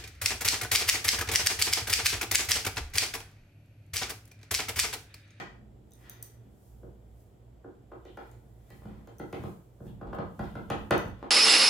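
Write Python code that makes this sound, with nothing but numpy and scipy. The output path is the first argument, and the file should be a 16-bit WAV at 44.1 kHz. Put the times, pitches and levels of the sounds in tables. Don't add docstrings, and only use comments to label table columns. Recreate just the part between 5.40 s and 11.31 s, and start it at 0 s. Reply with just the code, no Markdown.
import sys
import numpy as np
from scipy import signal
from scipy.io import wavfile

SR = 44100
rng = np.random.default_rng(int(sys.argv[2]) if len(sys.argv) > 2 else 0)


def voltage_ratio(decibels):
    exponent = np.asarray(decibels, float) / 20
    return 10 ** exponent


def output_pcm(signal):
    pcm = np.clip(np.atleast_2d(signal).T, -1, 1) * 32767
    wavfile.write(sys.argv[1], SR, np.round(pcm).astype(np.int16))


N = 260491
RUN_IN = 4410
EDGES = 30 * 2 ** np.arange(0, 9.3, 1 / 3)

# f/Hz, level/dB, t60/s
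TABLE_MODES = [(68.5, -25.5, 0.2), (107.5, -15, 0.19), (139.5, -18.5, 0.13), (180.1, -8, 0.048),
               (225, -16.5, 0.055)]
# f/Hz, level/dB, t60/s
TUBE_MODES = [(283, -11.5, 0.23), (310.8, -7, 0.045), (370, -2.5, 0.049), (449.4, -8.5, 0.032),
              (524, -2, 0.014)]
# f/Hz, level/dB, t60/s
CAP_MODES = [(573, -1.5, 0.019), (723.4, -7, 0.04), (823, -2.5, 0.038), (928, -8, 0.024), (1044, 1, 0.01),
             (1280, 3.5, 0.018), (1316.4, 5.5, 0.012), (1498, 2, 0.0079), (1595, -10.5, 0.0032)]
# f/Hz, level/dB, t60/s
RATTLE_MODES = [(1840, 9.5, 0.005), (1987, 4, 0.015), (2470, 11, 0.0043), (3070, 1, 0.0081),
                (3300, 1, 0.0066), (3520, -1, 0.0076), (4200, -3.5, 0.0077), (4650, -2.5, 0.0043),
                (5070, -3, 0.0043)]
# f/Hz, level/dB, t60/s
CRACK_MODES = [(5560, 2.5, 0.00076), (6600, 3, 0.002), (9450, 2.5, 0.0023), (11200, -1.5, 0.0015),
               (14500, 4, 0.0026)]
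# f/Hz, likeness (0 to 1)
LIKENESS = [(40, 1), (120, 0.83), (300, 0.74), (1000, 0.035), (4000, 0.013), (16000, 0.023)]


def rms_one(x):
    return x / np.sqrt(np.mean(x ** 2) + 1e-20)


def at_hz(points, hz):
    points = np.array(points)
    return np.interp(np.log(hz), np.log(points[:, 0]), points[:, 1])


def band(x, low_hz, high_hz):
    return signal.sosfilt(signal.butter(2, [low_hz, high_hz], "band", fs=SR, output="sos"), x)


def stereo_band(white, low_hz, high_hz):
    mid, side = band(white, low_hz, high_hz)
    alike = np.clip(at_hz(LIKENESS, np.sqrt(low_hz * high_hz)), 0, 1)
    return np.sqrt(1 + alike) * mid + np.sqrt(1 - alike) * side * [[1], [-1]]


def banded_noise(spectrum):
    out, white = 0, rng.standard_normal((2, 2, N))
    for k, (low_hz, high_hz) in enumerate(zip(EDGES, EDGES[1:])):
        gain = voltage_ratio(at_hz(spectrum, np.sqrt(low_hz * high_hz)))
        out = out + gain * stereo_band(white[k % 2], low_hz, high_hz)
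    return rms_one(out)


def ring(clicks, hz, t60_s):
    r, w = voltage_ratio(-60 / (t60_s * SR)), 2 * np.pi * hz / SR
    return signal.lfilter([0, np.sin(w)], [1, -2 * r * np.cos(w), r * r], clicks + 1e-18)


def struck(times_s, levels_db, modes, contact_s, spread_db, chatter_s=0):
    at = np.round(np.asarray(times_s) * SR).astype(int) + RUN_IN
    chance = rng.normal(0, 1, (len(at), len(modes)))
    t = np.arange(1200) / SR
    skipping = rms_one(t * np.exp(-t / max(chatter_s, 1e-4))) / np.sqrt(len(t))
    rough = rng.choice([-1, 1], N + RUN_IN)
    out = 0
    for k, (hz, level_db, t60_s) in enumerate(modes):
        clicks = np.zeros(N + RUN_IN)
        clicks[at] = voltage_ratio(levels_db + level_db + spread_db * chance[:, k])
        if chatter_s:
            chatter = signal.oaconvolve(clicks, skipping)[:len(clicks)]
            clicks = np.roll(rough, 997 * k) * chatter
        contact = t * np.exp(-t / contact_s) * np.cos(2 * np.pi * (hz * t + k / 2))
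        contact /= abs(contact @ np.exp(-2j * np.pi * hz * t))
        push = signal.oaconvolve(clicks, contact)[:len(clicks)]
        out = out + ring(push, hz, t60_s)
    return out


def rubbed(modes, per_s, size_db):
    count = N + RUN_IN
    happens = rng.random(count) < per_s / SR
    slips = happens * voltage_ratio(size_db * rng.exponential(1, count)) * rng.choice([-1, 1], count)
    return rms_one(sum(voltage_ratio(level_db) * ring(slips, hz, t60_s) for hz, level_db, t60_s in modes))


def swells(times_s, levels_db, fades_s, rise=0.8):
    late_s = np.arange(-RUN_IN, N, 50)[None] / SR - np.asarray(times_s)[:, None]
    away = np.maximum(late_s, -late_s / rise) / np.maximum(fades_s, .01)[:, None]
    gain = voltage_ratio(levels_db[:, None] - 10 * away).sum(axis=0)
    return np.repeat(gain, 50)[:N + RUN_IN]


def knocks():
    # t/s, cap level/dB, tube level/dB, table level/dB, softness (crack below cap)/dB
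    blows = [(-0.02, -36.5, -39, -31.5, 2), (1.4313, -56.5, -41, -38, 42), (2.2437, -49, -38.5, -63.5, 51),
             (2.5165, -44, -40, -64, 31), (2.651, -52.5, -43, -73, 4.5), (2.7717, -40, -41, -77, 14.5),
             (2.9143, -67, -54, -61, -11), (3.303, -55, -49, -54, -4.5), (3.4532, -49.5, -41.5, -28.5, 18),
             (3.6727, -51.5, -46, -66.5, 4.5), (3.7968, -41, -32, -28, 15), (3.927, -37.5, -31.5, -27, 5.5),
             (4.0364, -43, -36, -23, 10), (4.4032, -55, -40.5, -30.5, 34), (4.612, -41.5, -38, -45, 30),
             (4.7289, -35, -34.5, -30, 26), (4.7845, -33.5, -31.5, -18.5, 29),
             (4.9922, -33.5, -32.5, -22.5, 22.5), (5.1531, -38.5, -34.5, -26, 19),
             (5.1982, -60, -56, -61, 8), (5.3006, -27.5, -28.5, -18.5, 8), (5.5075, -19, -20, -13.5, 8.5),
             (5.791, -62, -55, -77, 3.5)]
    # t/s, level/dB
    thuds = [(3.3237, -38.5), (4.4994, -28)]
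    s, cap_db, tube_db, table_db, soft_db = np.transpose(blows)
    thud_s, thud_db = np.transpose(thuds)
    rattle_db = cap_db - 9 - 0.48 * soft_db
    table = struck(np.r_[s, thud_s], np.r_[table_db, thud_db], TABLE_MODES, contact_s=.002, spread_db=1.5)
    tube = struck(s, tube_db, TUBE_MODES, contact_s=.001, spread_db=2.0)
    cap = struck(s, cap_db, CAP_MODES, contact_s=.0004, spread_db=1.8)
    rattle = struck(s, rattle_db, RATTLE_MODES, contact_s=0.000052, spread_db=0.33, chatter_s=.0025)
    crack = struck(s, cap_db - soft_db, CRACK_MODES, contact_s=.00005, spread_db=1.0, chatter_s=0.00044)
    return table + tube + cap + rattle + crack


def ticks():
    # t/s, shaft level/dB, screw level/dB
    taps = [(0.508, -69.5, -64), (0.518, -55.5, -64), (0.5347, -63, -56), (0.5533, -82, -62),
            (0.608, -76, -72), (0.6959, -49, -42), (0.825, -52, -39), (0.8274, -46, -42),
            (3.7833, -61, -60), (3.79, -66, -63), (3.793, -76, -57), (5.5782, -48, -42)]
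    # f/Hz, level/dB, t60/s
    shaft_modes = [(3680, -4.5, 0.006), (4800, -1, 0.0013), (6160, 7, 0.0073), (6960, -30, 0.00092)]
    # f/Hz, level/dB, t60/s
    screw_modes = [(8900, 2.5, 0.0035), (9530, 10, 0.00083), (11300, 9, 0.0019), (13860, 17, 0.001),
                   (14500, 5, 0.0063), (14900, -8, 0.00086)]
    s, shaft_db, screw_db = np.transpose(taps)
    shaft = struck(s, shaft_db, shaft_modes, contact_s=.00008, spread_db=1.0, chatter_s=0.00061)
    screw = struck(s, screw_db, screw_modes, contact_s=.00005, spread_db=1.0, chatter_s=0.00073)
    return shaft + screw


def drags():
    # peak t/s, dull drag level/dB, bright scrape level/dB, 10 dB fade/s (at least 0.01)
    pulls = [(-0.02, -58, -41.5, 0.0069), (0.661, -69.5, -63.5, 0.14), (2.82, -59, -71.5, 0.0644),
             (3.3, -68.5, -78, 0.3), (3.49, -62, -75, 0.1), (4.029, -63, -60.5, 0.01), (4.459, -51, -85, 0),
             (4.671, -40, -66.5, -0.07), (4.82, -63, -70, 0.02), (5.04, -47, -58.5, 0.02),
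             (5.16, -75, -84, -0.8), (5.79, -60, -77, 0.1)]
    # peak t/s, level/dB, 10 dB fade/s (at least 0.01)
    scuffs = [(2.68, -67, .03), (4.48, -72.5, -0.05), (5.13, -76, 0.18), (5.314, -55, 0), (5.8, -79.5, 0.3)]
    s, dull_db, bright_db, fade_s = np.transpose(pulls)
    dull = rubbed(TUBE_MODES + CAP_MODES[:5], per_s=1200, size_db=4.5)
    bright = rubbed(CAP_MODES[7:] + RATTLE_MODES + CRACK_MODES[:1], per_s=3900, size_db=0.5)
    scuff = rubbed(RATTLE_MODES[3:6], per_s=1600, size_db=2.0)
    return (swells(s, dull_db, fade_s, rise=0.37) * dull
            + swells(s, bright_db, fade_s, rise=0.37) * bright
            + swells(*np.transpose(scuffs)) * scuff)


def table_shake():
    # peak t/s, level/dB, 10 dB fade/s (at least 0.01)
    presses = [(0.1, -60, .3), (1.06, -52, -0.21), (1.48, -63, 0.16), (3.5, -50, 0.1), (3.819, -43, 0.0043),
               (4.0, -36, -0.0159), (4.478, -37, -0.16), (4.68, -41, 0.09), (5.0, -35, -0.03),
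               (5.19, -46.5, 0.07), (5.4, -42.5, 0.09), (5.661, -38.5, 0.02)]
    weight = voltage_ratio(-64) + swells(*np.transpose(presses))
    return weight * rubbed([(44.6, -4.5, 0.044)] + TABLE_MODES, per_s=460, size_db=3.0)


def skin_hiss():
    # peak t/s, level/dB, 10 dB fade/s (at least 0.01)
    slides = [(0.62, -70, 0.1), (1.27, -70.5, .17), (1.81, -73.5, 0.1), (2.88, -75, 0.24),
              (3.36, -70.5, 0.16), (3.96, -72, 0.24), (4.08, -69, .1), (4.47, -70.5, 0.07),
              (4.75, -64, -0.27), (5.04, -69.5, 0.16), (5.4, -73.5, 0.27), (5.68, -66.5, 0.02)]
    # f/Hz, density/dB per Hz
    hiss_spectrum = [(3000, -16), (6000, -5), (9000, -3.5), (13000, -4.5), (16000, 4.5)]
    gain = voltage_ratio(-90) + swells(*np.transpose(slides))
    return gain[RUN_IN:] * banded_noise([(1500, -49)] + hiss_spectrum)


def hum():
    # f/Hz, rms before panning/dB, width/Hz
    bands = [(57.97, -58, 0.81), (116.5, -57.5, 3.8), (3290, -89.5, 440), (7490, -89, 410)]
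    noise = rng.standard_normal((len(bands), N))
    mono = 0
    for white, (hz, level_db, width_hz) in zip(noise, bands):
        resonated = ring(white, hz, np.log(1000) / (np.pi * width_hz))
        mono = mono + voltage_ratio(level_db) * rms_one(resonated)
    return mono * voltage_ratio(np.array([[-1.5], [1.5]]))


def room_air():
    # f/Hz, density/dB per Hz
    air_spectrum = [(18, -43), (30, -28.5), (64, -0.5), (86, -10), (124, -49), (199, -26), (355, -10.5),
                    (415, -11.5), (526, -17), (666, -16), (988, -28), (7470, -47.5), (16000, -47)]
    return voltage_ratio(-62.5) * banded_noise(air_spectrum)


def room(x):
    # f/Hz, t60/s
    decay = [(60, 0.24), (250, 0.38), (1000, 0.45), (4000, 0.44), (12000, 0.31)]
    # f/Hz, level/dB
    echo_level = [(60, -2.5), (250, 5.5), (1000, 7.5), (4000, 7), (12000, -7)]
    # f/Hz, left over right/dB
    echo_pan = [(60, -11), (240, 0.5), (950, 0.5), (3770, 2), (15000, -2)]
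    lag_s = 1.8e-5
    t = np.arange(SR * 3 // 4) / SR
    white, echoes = rng.standard_normal((2, 2, len(t))), np.zeros((2, len(t)))
    build_up = (1 - np.exp(-t / 0.0055)) * np.exp(-(t / .5) ** 2)
    arrival = np.sinc(t * SR - 8 - np.array([[0], [lag_s * SR]]))
    for k, (low_hz, high_hz) in enumerate(zip(EDGES, EDGES[1:])):
        hz = np.sqrt(low_hz * high_hz)
        fading = build_up * voltage_ratio(-60 * t / at_hz(decay, hz))
        wash = stereo_band(white[k % 2], low_hz, high_hz) * fading
        direct = band(arrival, low_hz, high_hz)
        match = np.sqrt(np.sum(direct ** 2, axis=1) / np.sum(wash ** 2, axis=1))[:, None]
        wash *= voltage_ratio(at_hz(echo_level, hz)) * match
        echoes += wash * voltage_ratio(at_hz(echo_pan, hz) / 2 * np.array([[1], [-1]]))
    return signal.fftconvolve(x[None], arrival + echoes, axes=1)[:, RUN_IN:RUN_IN + N]


def scene():
    contacts = knocks() + ticks() + drags() + table_shake()
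    return room(contacts) + skin_hiss() + room_air() + hum()


def roll_off(x):
    return signal.sosfilt(signal.butter(12, 16830, fs=SR, output="sos"), x)


def record(dry):
    low_cut = signal.butter(4, 42, "high", fs=SR, output="sos")
    mix = signal.sosfilt(low_cut, dry)
    return roll_off(mix)


dry = scene()
out = record(dry)
output_pcm(out)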